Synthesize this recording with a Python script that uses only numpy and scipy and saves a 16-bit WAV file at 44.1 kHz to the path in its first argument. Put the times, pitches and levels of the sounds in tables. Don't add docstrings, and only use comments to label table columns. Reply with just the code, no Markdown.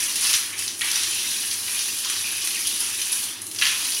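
import sys
import numpy as np
from scipy import signal
from scipy.fft import rfft, irfft
from scipy.io import wavfile
from scipy.ndimage import uniform_filter1d, map_coordinates

SR = 44100
rng = np.random.default_rng(int(sys.argv[2]) if len(sys.argv) > 2 else 0)


def wrap_up_sound(samples):
    columns = np.atleast_2d(samples).T
    tamed = np.clip(columns, -1, 1)
    steps = np.round(tamed * 32767).astype(np.int16)
    wavfile.write(sys.argv[1], SR, steps)


N = 176400

# (time [s], churn [dB], patter [dB], spray [dB])
JET_FLOW = [(0, -34.5, -25, -24), (.1, -40, -29, -30.5), (.21, -41.5, -28.5, -27.5),
            (.245, -32, -20.5, -23.5), (.35, -37.5, -27, -24), (.43, -42, -36, -34.5),
            (.55, -40.5, -37, -39), (.63, -44.5, -28.5, -28), (.71, -48, -45, -39.5), (.8, -52, -44, -35.5),
            (.85, -34, -27, -28.5), (.94, -36, -27, -29), (1.1, -41.5, -26.5, -29.5),
            (1.42, -40.5, -29, -29.5), (1.61, -45, -33.5, -30.5), (1.77, -41, -27.5, -29),
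            (2.0, -44.5, -31.5, -29), (2.08, -40, -29.5, -32.5), (2.18, -40.5, -29.5, -30.5),
            (2.72, -44.5, -30, -30), (2.84, -40, -29.5, -31.5), (3.24, -43, -32, -27.5),
            (3.37, -45.5, -40.5, -46), (3.55, -58, -47.5, -39), (3.64, -35.5, -29, -28),
            (3.76, -39, -30, -30.5), (3.84, -40, -28, -27.5), (4.0, -44.5, -28, -29)]
def jet():
    churn_level, patter_level, spray_level = (undb(along(JET_FLOW, column)) for column in (1, 2, 3))
    lumps = clumps()
    landing = churn(churn_level, lumps) + patter(patter_level, lumps) + spray(spray_level, lumps)
    landing += mist(spray_level)
    ringing = drain_pipe(patter_level * steady(drops() * lumps)) + bubbles(patter_level)
    return landing + ringing + slaps() + gulps()


# (frequency [Hz], relative level [dB])
CHURN_SPECTRUM = [(40, -63), (250, -20), (650, -21), (950, -6), (1300, -6), (1700, 0.5), (2200, 0.5),
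                  (2800, -0.5), (4000, -8), (8000, -53)]
def churn(level, lumps, gain_db=2):
    return colour(undb(gain_db) * level * impacts(lumps, edges_hz=[1500]), CHURN_SPECTRUM)


# (frequency [Hz], relative level [dB])
PATTER_SPECTRUM = [(40, -75), (900, -31), (2200, -16.5), (2550, -11), (3000, 1), (3600, -0.5), (4500, 2.5),
                   (5350, 2), (5900, 6), (6700, -5), (7800, -12), (10000, -27.5), (16000, -20)]
def patter(level, lumps, gain_db=-2.5):
    hits = undb(gain_db) * level * impacts(lumps, edges_hz=[3300, 4300, 5400])
    return colour(hits + splashes(column=2), PATTER_SPECTRUM)


# (frequency [Hz], relative level [dB])
SPRAY_SPECTRUM = [(40, -75), (3000, -58), (6500, -9), (8000, -11), (9000, -6), (9700, -3), (10350, -1.5),
                  (11000, -7), (12000, -12.5), (13500, -18), (15700, -28)]
def spray(level, lumps, gain_db=0.7):
    ticks = undb(gain_db) * level * impacts(lumps, edges_hz=[9700, 11840])
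    return colour(ticks + splashes(column=3), SPRAY_SPECTRUM)


# (frequency [Hz], relative level [dB])
MIST_SPECTRUM = [(40, -75), (6000, -24), (10000, -7), (12000, -9), (13500, 5), (15700, 5)]
def mist(level, gain_db=-15):
    hiss = steady(drops() + rng.standard_normal(N))
    return colour(undb(gain_db) * level * hiss, MIST_SPECTRUM)


def impacts(lumps, edges_hz):
    hz, spectrum = np.arange(N // 2 + 1) * SR / N, rfft(drops())
    edges, out = [0] + edges_hz + [SR], np.zeros(N)
    for low, high in zip(edges, edges[1:]):
        band = irfft(spectrum * (hz >= low) * (hz < high), N)
        out += band * np.hypot(clumps(), lumps * .5)
    return steady(out, size=4000)


def clumps(per_s=55, decay_s=0.0069, strength_db=4.5):
    hits = (rng.random(N) < per_s / SR) * 3 * rng.random(N) ** 2
    power = signal.lfilter([1], [1, -np.exp(-1 / (SR * decay_s))], hits)
    return np.sqrt(1 + undb(strength_db) ** 2 * power)


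def drops(per_s=5000, spread_db=3.2):
    out, hit = np.zeros(N), rng.random(N) < per_s / SR
    draw = rng.uniform(-1, 1, N)[hit]
    size = np.minimum(-np.log(np.abs(draw)), np.pi)
    out[hit] = np.sign(draw) * undb(spread_db * size)
    return unit(out)


# (time [s], slap [dB], smack [dB], spray [dB])
LANDINGS = [(.157, -40, -23.5, -20.5), (0.33, -34, -17.5, -28), (0.338, -20.5, -18, -24),
            (0.349, -28, -23, -24), (0.5904, -33, -28.5, -23.5), (0.6778, -35, -21, -38),
            (.7926, -46, -33.5, -30), (0.81, -25, -33, -25), (0.8165, -21, -36, -33), (0.88, -32, -27, -36),
            (0.914, -37, -24, -23.5), (0.957, -28, -20, -21), (1.032, -30, -25, -28),
            (1.512, -42, -23, -29), (1.681, -30, -42, -33), (1.791, -42, -23, -29), (2.047, -33, -22, -35),
            (2.099, -27, -33, -22), (2.165, -44, -26, -39), (2.448, -45, -47, -24),
            (2.473, -30, -24.5, -22.5), (2.6704, -43, -22.5, -19.5), (2.804, -40, -32, -19),
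            (3.016, -34, -23, -31), (3.128, -42, -23, -21), (3.4175, -55, -51, -27.5),
            (3.467, -53, -38, -28), (3.5134, -42, -34, -30), (3.547, -38, -36, -30),
            (3.561, -42, -27.5, -41), (3.5864, -32, -20.5, -36), (3.613, -20.5, -25, -28),
            (3.6208, -14.5, -20, -31), (3.653, -32, -18, -31), (3.666, -19, -22, -34)]
def splashes(column, crack_s=0.0047, spatter_s=0.066, spatter_db=-10.5, gain_db=1):
    age, power = np.arange(SR // 4) / SR, np.zeros(N + SR)
    envelope = np.exp(-age / crack_s) + undb(spatter_db) * np.exp(-age / spatter_s)
    for row in LANDINGS:
        i = int(row[0] * SR)
        power[i:i + len(age)] += (undb(row[column]) * envelope) ** 2
    return undb(gain_db) * np.sqrt(power[:N]) * steady(rng.standard_normal(N), size=100)


# (frequency [Hz], relative level [dB])
SLAP_SPECTRUM = [(40, -77), (350, -42), (700, -24.5), (1000, -14), (1400, -7), (1900, -0.5), (2500, 0.5),
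                 (3300, -0.5), (4200, -4), (6000, -28), (9000, -65)]
def slaps():
    return colour(splashes(column=1), SLAP_SPECTRUM)


# (time [s], decay [s], pitch [Hz], glide [octaves/s], level [dB])
HOLLOWS = [(0.526, 0.023, 2414, -2.5, -31.5), (.814, .035, 2088, 0, -26), (2.051, 0.022, 1210, -0.5, -35.5),
           (2.24, 0.071, 2650, -0.5, -30), (2.551, 0.012, 2890, -18, -23.5),
           (2.57, 0.051, 2068, 3.5, -33.5), (2.649, .09, 2975, 3.5, -30.5), (2.9, 0.029, 2600, -1, -39),
           (3.28, 0.082, 3230, 2, -37.5), (3.62, 0.012, 2895, 1, -16), (3.7, 0.029, 2610, -0.5, -26)]
def gulps(width_hz=380, attack_s=0.0016):
    out, age = np.zeros(N + SR), np.arange(SR // 2) / SR
    for start, decay, hz, glide, db in HOLLOWS:
        octaves = np.clip(glide * age, -.5, .5)
        phase = 2 * np.pi * np.cumsum(hz * 2 ** octaves) / SR
        narrow_noise = sum(walk(width_hz, len(age)) * wave(phase) for wave in (np.cos, np.sin))
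        envelope = np.exp(-age / decay) * (1 - np.exp(-age / attack_s))
        i = int(start * SR)
        out[i:i + len(age)] += undb(db) * steady(narrow_noise, size=800) * envelope
    return out[:N]


def bubbles(level, per_s=400, low_hz=2350, high_hz=7000, decay_cycles=18, rise=.025, gain_db=-5.5):
    out, candidates = np.zeros(2 * N), 2500
    for when, pitch, size, life, chance in rng.random((candidates, 5)):
        if chance * candidates < per_s * N / SR:
            hz = low_hz * (high_hz / low_hz) ** pitch
            decay_s = decay_cycles * (.5 + life) / hz
            age = np.arange(int(np.log(200) * decay_s * SR)) / SR
            phase = 2 * np.pi * hz * age * (1 + rise * age / decay_s / 2)
            i = int(when * N)
            out[i:i + len(age)] += (size + 0.22) ** -.5 * np.exp(-age / decay_s) * np.sin(phase)
    return undb(gain_db) * level * steady(unit(out[:N]), size=8000)


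# (frequency [Hz], relative level [dB])
PIPE_MODES = [(1657, 0), (2455, 2.5), (2648, -26), (2835, 12), (2991, 6.5), (3205, -28), (3709, -23),
              (4010, -29), (4383, 13), (5005, 15), (5690, 14), (5928, 18), (7100, 8.5)]
def drain_pipe(hits, t60_s=0.24, gain_db=-11.5):
    t = np.arange(SR // 2) / SR
    modes = sum(undb(db) * np.sin(2 * np.pi * hz * t) for hz, db in PIPE_MODES)
    response = modes * undb(-60 * t / t60_s)
    return undb(gain_db) * ring(hits, response / np.linalg.norm(response))


def bathroom(direct, paths=4, drift_hz=5.4, echo_db=-3):
    shares = np.array([walk(drift_hz) for _ in range(paths)])
    shares /= np.linalg.norm(shares, axis=0)
    echoes = sum(ring(direct * share, tiles()) for share in shares)
    return (direct + undb(echo_db) * echoes) / np.hypot(1, undb(echo_db))


# (frequency [Hz], time to fall by 60 dB [s])
ROOM_DECAY = [(500, 0.25), (2000, 0.46), (5000, 0.41), (10000, 0.54), (16000, 0.62)]
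def tiles(first_echo_s=.003):
    t = np.arange(SR) / SR
    echoes = rng.standard_normal(SR) * (rng.random(SR) < .06 + (t / .04) ** 2)
    echoes = steady(echoes, size=400) * (t > first_echo_s)
    hz, times, spectra = signal.stft(echoes, SR, nperseg=256)
    fade = np.exp(-np.log(1000) * times / by_pitch(ROOM_DECAY, hz)[:, None])
    tail = signal.istft(spectra * fade, SR)[1]
    return tail / np.linalg.norm(tail)


# (frequency [Hz], relative level [dB])
RUMBLE_SPECTRUM = [(25, -64), (48, -41), (62, -37), (72, -4), (85, -6), (100, -1.5), (118, 1), (135, -12.5),
                   (170, -10.5), (200, 0), (260, -0.5), (340, 2.5), (410, -2), (480, -9.5), (680, -10),
                   (1200, -5), (4000, -59)]
def room_tone(hum_hz=99, hum_db=-60, rumble_db=-50):
    phase = 2 * np.pi * np.cumsum(hum_hz + 2.0 * walk(16.4)) / SR
    hum = unit(np.sin(phase) * (1 + 0.89 * walk(7)))
    rumble = colour(rng.standard_normal(N), RUMBLE_SPECTRUM, size=16384)
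    return undb(rumble_db) * rumble + undb(hum_db) * hum


def undb(db):
    return 10 ** (np.asarray(db) / 20)


def unit(x):
    return x / np.sqrt(np.mean(x ** 2) + 1e-18)


def along(rows, column):
    rows = np.array(rows, float)
    return np.interp(np.arange(N) / SR, rows[:, 0], rows[:, column])


def by_pitch(points, hz):
    points = np.array(points, float)
    return np.interp(np.log(hz + 1e-9), np.log(points[:, 0]), points[:, 1])


def ring(x, response):
    return signal.fftconvolve(x, response)[:N]


def colour(x, points, size=1024):
    hz = np.arange(size // 2 + 1) * SR / size
    cepstrum = irfft(np.log(undb(by_pitch(points, hz))))
    cepstrum[1:size // 2] *= 2
    cepstrum[size // 2 + 1:] = 0
    response = irfft(np.exp(rfft(cepstrum)))
    return ring(x, response / np.linalg.norm(response))


def walk(rate_hz, count=N):
    knots = rng.standard_normal(8192)
    return 1.07 * map_coordinates(knots, [np.arange(count) * 1.5 * rate_hz / SR], order=3, mode="mirror")


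def steady(x, size=5000):
    return x / np.sqrt(np.abs(uniform_filter1d(x ** 2, size)) + 1e-12)


def scene():
    return (bathroom(jet()) + room_tone())[None]


def record(dry, top_hz=15800):
    return signal.sosfilt(signal.ellip(12, .1, 80, top_hz, fs=SR, output="sos"), dry)


dry = scene()
out = record(dry)
wrap_up_sound(out)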